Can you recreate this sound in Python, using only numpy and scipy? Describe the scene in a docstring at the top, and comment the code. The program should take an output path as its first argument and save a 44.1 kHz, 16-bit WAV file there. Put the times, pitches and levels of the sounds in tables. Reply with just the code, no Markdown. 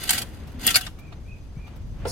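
"""A steel shovel is pushed twice through ash and clinker (hard burnt lumps) in a big outdoor grill.
The blade grinds, catches and jolts free, so that it rings along with the floor plate and steel firebox.
Ash rustles, lumps tumble and crumbs drop; the load is lifted with a soft thump, then the shovel bumps
down and ash starts to slide. Crunches are showers of tiny clicks that set these parts ringing.
Behind it all are a town's low rumble, a far bird's whistles and a faint chirping insect."""
import sys
import numpy as np
from scipy import signal
from scipy.fft import rfft, irfft
from scipy.io import wavfile

SR = 44100
rng = np.random.default_rng(int(sys.argv[2]) if len(sys.argv) > 2 else 0)


def output_pcm(signal):
    """Save a mono or channel-first signal as 16-bit PCM at the path in sys.argv[1].

    Samples are clipped to [-1, 1] before scaling.
    """
    pcm = np.clip(np.atleast_2d(signal).T, -1, 1) * 32767
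    wavfile.write(sys.argv[1], SR, np.round(pcm).astype(np.int16))


N = 93183
T = np.arange(N) / SR
HZ = np.arange(N // 2 + 1) * SR / N
NEAR_ALIKE_HZ, FAR_ALIKE_HZ = 1870, 664  # left and right sound alike below these
SIDES = np.array([[1], [-1]])  # left, right
HIT_SIZE = np.sqrt(0.011 * SR)  # gives a hit the energy of 11 ms of sound at level 1


def undb(db):
    """Turn decibels into a gain to multiply by."""
    return 10 ** (np.asarray(db) / 20)


def unit(x):
    """Scale to an average level (rms) of 1."""
    return x / np.sqrt(np.mean(x ** 2))


def energy(x):
    """Scale each channel to an energy of 1."""
    return x / np.sqrt(np.sum(x ** 2, axis=-1, keepdims=True))


def curve(rows):
    """Gain over time through (time [s], level [dB]) points."""
    return undb(np.interp(T, *np.array(rows).T))


def colour(x, points):
    """Shape the tone of a sound through (frequency [Hz], level [dB]) points."""
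    hz, db = np.array(points, float).T
    gain = undb(np.interp(np.log(HZ + 1), np.log(hz), db))
    cepstrum = irfft(np.log(gain), N)
    cepstrum[1:N // 2] *= 2  # folded so that the filter rings after a click, not before
    cepstrum[N // 2:] = 0
    return irfft(rfft(x) * np.exp(rfft(cepstrum)), N)


def stereo_noise(alike_hz=NEAR_ALIKE_HZ):
    """Left and right noise, alike in the bass and unrelated in the treble."""
    mid, side = rfft(rng.standard_normal((2, N)))
    alike = .85 / (1 + (HZ / alike_hz) ** 2)
    return irfft(np.sqrt(1 + alike) * mid + np.sqrt(1 - alike) * side * SIDES, N) / np.sqrt(2)


def wander(rate_hz):
    """A smooth random wobble with a typical size of 1."""
    return unit(irfft(rfft(rng.standard_normal(N)) * np.exp(-(HZ / rate_hz) ** 2), N))


def fade(seconds):
    """Die away by 60 dB in the given time."""
    return np.exp(-np.log(1000) * T / seconds)


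def ring(tones, fade_s):
    """A struck part's tones; fade_s holds at 1 kHz, and higher tones die sooner."""
    chances = rng.uniform(-np.pi, np.pi, (len(tones), 2))
    sound = 0
    for (hz, db), (phase, side) in zip(tones, chances):
        ear_shift = np.sign(side) * SIDES * hz / (hz + NEAR_ALIKE_HZ / 2)  # ears a little out of step
        tone = np.sin(2 * np.pi * hz * T + phase + ear_shift)
        sound = sound + undb(db) * energy(fade(fade_s * 1000 / hz) * tone)
    return energy(sound)


def play(force, response):
    """Shake a part with a force: every click starts a copy of the part's response."""
    return signal.oaconvolve(np.atleast_2d(force), response, axes=-1)[:, :N]


def grit(per_s, spread_db):
    """Clicks of breaking grains, a few extra large; one stream is shared and each ear has its own."""
    size = undb(spread_db * np.minimum(rng.exponential(size=(3, N)), 4))
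    clicks = (rng.random(size=(3, N)) < per_s / SR) * size * rng.choice([-1, 1], size=(3, N))
    return unit(clicks[0] + 0.65 * clicks[1:])


def burst(grains, start, length, attack_s=0.00036):
    """A short crunch: a run of grains that starts sharply and dies away."""
    age = np.maximum(T - start, 0)
    return energy(grains * (1 - np.exp(-age / attack_s)) * np.exp(-(age / length) ** 2)) * HIT_SIZE


def scrape():
    """Grinding and jolts shake the blade, floor plate and firebox; the sound drifts to the left."""
    # grinding under the edge (time [s], level [dB])
    grind_levels = [(.06, -38), (.13, -27.5), (.225, -39), (.24, -55), (.585, -65), (.592, -48),
                    (.67, -26.5), (.785, -34), (.80, -49), (.87, -44.5), (.91, -69)]
    # the blade catches on clinker (time [s], level [dB], length [s], treble [dB], blade ring [dB])
    jolts = [(0.0347, -35.5, 0.0049, 8, -5.5), (0.091, -19.5, 0.0062, -1, -1),
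             (0.105, -21.5, 0.0042, 9.5, -1.5), (0.13, -26.5, 0.0083, 6.5, -4),
             (0.177, -25.5, 0.013, 5, -4), (0.2163, -32, 0.0057, 3.5, -5), (0.6661, -27, 0.0015, 17.5, -17),
             (0.674, -22, 0.0035, 3.5, 0), (0.703, -21.5, .009, -2, -20.5), (0.7417, -22, 0.014, -4, 3.5),
             (0.756, -17, 0.0056, 0, 5), (0.764, -17.5, .004, 3.5, -5), (0.809, -32, 0.004, -0.5, -20),
             (0.865, -32.5, 0.0035, -24, -32)]
    # the edge rasps along the floor plate (time [s], length [s], level [dB])
    rasps = [(.645, 0.034, -29.5), (0.676, 0.0087, -19.5), (0.806, 0.053, -35)]
    # ringing tones of the three steel parts (pitch [Hz], level [dB])
    plate_tones = [(2783, 0), (2912, 0), (3248, 1), (3290, -1), (3433, -1)]
    firebox_tones = [(738, -8), (1346, -4), (1540, -3), (1860, -4), (8430, -6), (11450, -3), (11725, -4)]
    blade_tones = [(2230, -9), (4426, 0), (4553, -3), (4783, -2), (7275, -7), (10395, -9)]
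    grind = grit(per_s=4200, spread_db=7) * curve(grind_levels) * undb(1.7 * wander(47))
    pushes, on_blade = [grind], undb(-8) * grind
    grains = grit(per_s=14000, spread_db=-1.5)
    treble_cut = signal.butter(4, 8400, fs=SR, output="sos")
    for start, db, length, treble_db, ring_db in jolts:
        crunch = undb(db) * burst(grains, start, length)
        dull = signal.sosfiltfilt(treble_cut, crunch)
        jolt = dull + undb(treble_db) * (crunch - dull)
        pushes.append(jolt)
        on_blade = on_blade + undb(ring_db) * jolt
    force = sum(pushes)
    rasp = sum(undb(db) * burst(grains, start, length) for start, length, db in rasps)
    plate = play(undb(-10.5) * force + rasp, ring(plate_tones, fade_s=0.16))
    firebox = clatter(pushes) + undb(-9) * play(force, ring(firebox_tones, fade_s=0.16))
    blade = play(on_blade, ring(blade_tones, fade_s=0.15))
    drift_db_per_s, centred_s = 3, 0.1983
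    pan = undb(drift_db_per_s * (T - centred_s) * SIDES / 2)
    return pan * (firebox + plate + blade)


def clatter(pushes):
    """The walls ring briefly, differently at each spot that is hit, with a faint shared tail."""
    # tone of the firebox walls (frequency [Hz], level [dB])
    wall_colour = [(150, -39.5), (400, -22), (800, -5.5), (1050, -9.5), (1450, 0), (2400, -0.5), (3100, 3),
                   (4500, -2), (7500, -2.5), (12000, -5), (16000, -13.5)]
    spots = np.array_split(stereo_noise(), len(pushes), axis=1)
    decay = fade(0.044)
    walls = sum(play(push, energy(spot * decay[:spot.shape[1]])) for push, spot in zip(pushes, spots))
    tail = undb(-18) * play(sum(pushes), energy(stereo_noise(FAR_ALIKE_HZ) * fade(0.33)))
    return play(walls + tail, energy(colour(signal.unit_impulse((1, N)), wall_colour)))


def shifting_load():
    """Ash shifts softly and a few loose lumps tumble on the load."""
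    # tumbling lumps, and the rustle of ash and sleeves (time [s], level [dB])
    tumbles = [(0.475, -51), (.865, -39), (.985, -50.5), (1.118, -43), (1.665, -47.5)]
    rustle_levels = [(0, -45.5), (.22, -38.5), (.33, -46.5), (.57, -47.5), (.66, -38.5), (.92, -55),
                     (1.12, -53), (1.40, -67), (1.76, -49.5), (1.9, -63), (2.04, -43)]
    # tone of a lump and of the ash (frequency [Hz], level [dB])
    lump_colour = [(150, 2.5), (1400, -2.5), (2200, -5), (4200, -7), (16000, -48)]
    ash_colour = [(100, -4), (235, 2), (420, -5.5), (3000, -19), (16000, -59)]
    grains = grit(per_s=2200, spread_db=7.4)
    knocks = sum(undb(db) * burst(grains, start, 0.015) for start, db in tumbles)
    lumps = play(knocks, energy(colour(stereo_noise() * fade(0.046), lump_colour)))
    rustle = unit(colour(stereo_noise(), ash_colour)) * curve(rustle_levels)
    return lumps + rustle * undb(1.5 * wander(23))


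def town(hum_hz=74.6):
    """Low rumble, a wavering engine hum and thin outdoor hiss, all slightly to the left."""
    # tone of the town's noise (frequency [Hz], level [dB])
    town_colour = [(12, -27), (20, -6.5), (53, -2.5), (86, -4), (182, -14), (1860, -40.5), (6180, -45),
                   (16000, -66)]
    # the rumble swells near the end (time [s], level [dB])
    rumble_levels = [(0, -39), (1.74, -40), (1.82, -34)]
    noise = rfft(colour(stereo_noise(FAR_ALIKE_HZ), town_colour))
    bass = 1 / (1 + (HZ / 200) ** 4)
    rumble = unit(irfft(noise * bass, N)) * curve(rumble_levels) * undb(0.6 * wander(11))
    hiss = unit(irfft(noise * (1 - bass), N)) * undb(-53.5)
    engine = np.sin(2 * np.pi * np.cumsum(hum_hz + 1.5 * wander(2.2)) / SR)
    hum = unit(engine * undb(2 * wander(5))) * undb(-52)
    return (rumble + hum + hiss) * undb(SIDES / 2)


def insect(pitch_hz=6130, chirps_per_s=12):
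    """A faint insect chirps on one wavering pitch."""
    chirps = (1 + np.cos(2 * np.pi * chirps_per_s * T)) ** 2
    tone = np.sin(2 * np.pi * np.cumsum(pitch_hz + 70 * wander(170)) / SR)
    return undb(-76) * unit(chirps * tone)


def boom(pitch_hz=244, width_hz=34, peak_s=.6, swell_s=.2):
    """A firebox panel booms softly, swelling and fading with the second push."""
    band = rfft(stereo_noise()) / (1 + ((HZ - pitch_hz) / width_hz) ** 2)
    return undb(-46) * unit(irfft(band, N)) * np.exp(-((T - peak_s) / swell_s) ** 2)


def trickle():
    """Crumbs of ash land in small separate clusters of ticks."""
    # crumbs drop off the blade (time [s], level [dB])
    crumbs = [(.471, -51), (0.515, -55), (0.987, -52), (1.669, -61), (1.757, -56)]
    grains = grit(per_s=2500, spread_db=2.16)
    ticks = sum(undb(db) * burst(grains, start, 0.016) for start, db in crumbs)
    return play(ticks, energy(stereo_noise() * fade(.03)))


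def bird(base_hz=2190, length_s=.135):
    """A far bird's wavering whistles rise and fall in pitch and echo round the yard."""
    # whistles (time [s], level [dB], pitch rise [Hz])
    whistles = [(0.975, -55.5, 257.4), (1.247, -54, 350), (1.558, -52, 261), (2.001, -56, 344)]
    song = 0
    for start, db, rise_hz in whistles:
        arch = np.sin(np.pi * np.clip((T - start) / length_s, 0, 1))
        hz = base_hz + rise_hz * arch + 55 * wander(150)
        song = song + undb(db) * np.sqrt(2 * np.abs(arch)) * np.sin(2 * np.pi * np.cumsum(hz) / SR)
    song = song * undb(3.5 * wander(45))  # the level flutters
    echo = play(song, energy(stereo_noise(FAR_ALIKE_HZ) * fade(0.35)))
    return .5 * (song + echo)


def thump(start_s=1.569, pitch_hz=137.5, fade_s=0.053):
    """Handling makes a soft, low thump during the lift."""
    age = np.maximum(T - start_s, 0)
    return undb(-23) * np.sin(2 * np.pi * pitch_hz * age) * np.exp(-np.log(1000) * age / fade_s)


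def set_down(start_s=2.0525, slide_rise_s=0.031):
    """The loaded shovel lands with one firm blow and a crunch; ash begins to slide over the steel."""
    # ringing tones of the heavy bump (pitch [Hz], level [dB])
    bump_tones = [(129, 4), (199, -3), (515, 10), (762, 1), (1025, -1.5)]
    # tone of the thud and of the sliding ash (frequency [Hz], level [dB])
    thud_colour = [(80, -21), (300, 1.5), (520, 3.5), (1200, -5.5), (3500, -16), (16000, -50)]
    slide_colour = [(300, -4), (3400, -27), (4450, 0.5), (6000, -5.5), (8300, -11), (9200, -3),
                    (10200, -11.5), (16000, -21)]
    blow = signal.unit_impulse(N, int(start_s * SR)) * HIT_SIZE
    crunch = burst(grit(per_s=5500, spread_db=3.2), start_s, 0.0044)
    thud = play(crunch, energy(colour(stereo_noise() * fade(0.14), thud_colour)))
    ringing = undb(-3.5) * play(blow, ring(bump_tones, fade_s=0.15))
    flow = np.clip((T - start_s) / slide_rise_s, 0, 1) ** 2
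    grains = flow * grit(per_s=7000, spread_db=1.4)
    slide = play(grains, energy(colour(stereo_noise() * fade(0.028), slide_colour)))
    return undb(-25.5) * (thud + ringing) + undb(-34.5) * slide


def scene():
    """The shovel in the grill and the yard around it."""
    shovel = scrape() + boom() + shifting_load() + trickle() + thump() + set_down()
    return shovel + bird() + insect() + town()


def record(dry, top_hz=16000):
    """Peaks stop at full scale and the highest treble is cut."""
    treble_cut = signal.ellip(10, .2, 80, top_hz, fs=SR, output="sos")
    return signal.sosfilt(treble_cut, np.clip(dry, -1, 1))


dry = scene()
out = record(dry)
output_pcm(out)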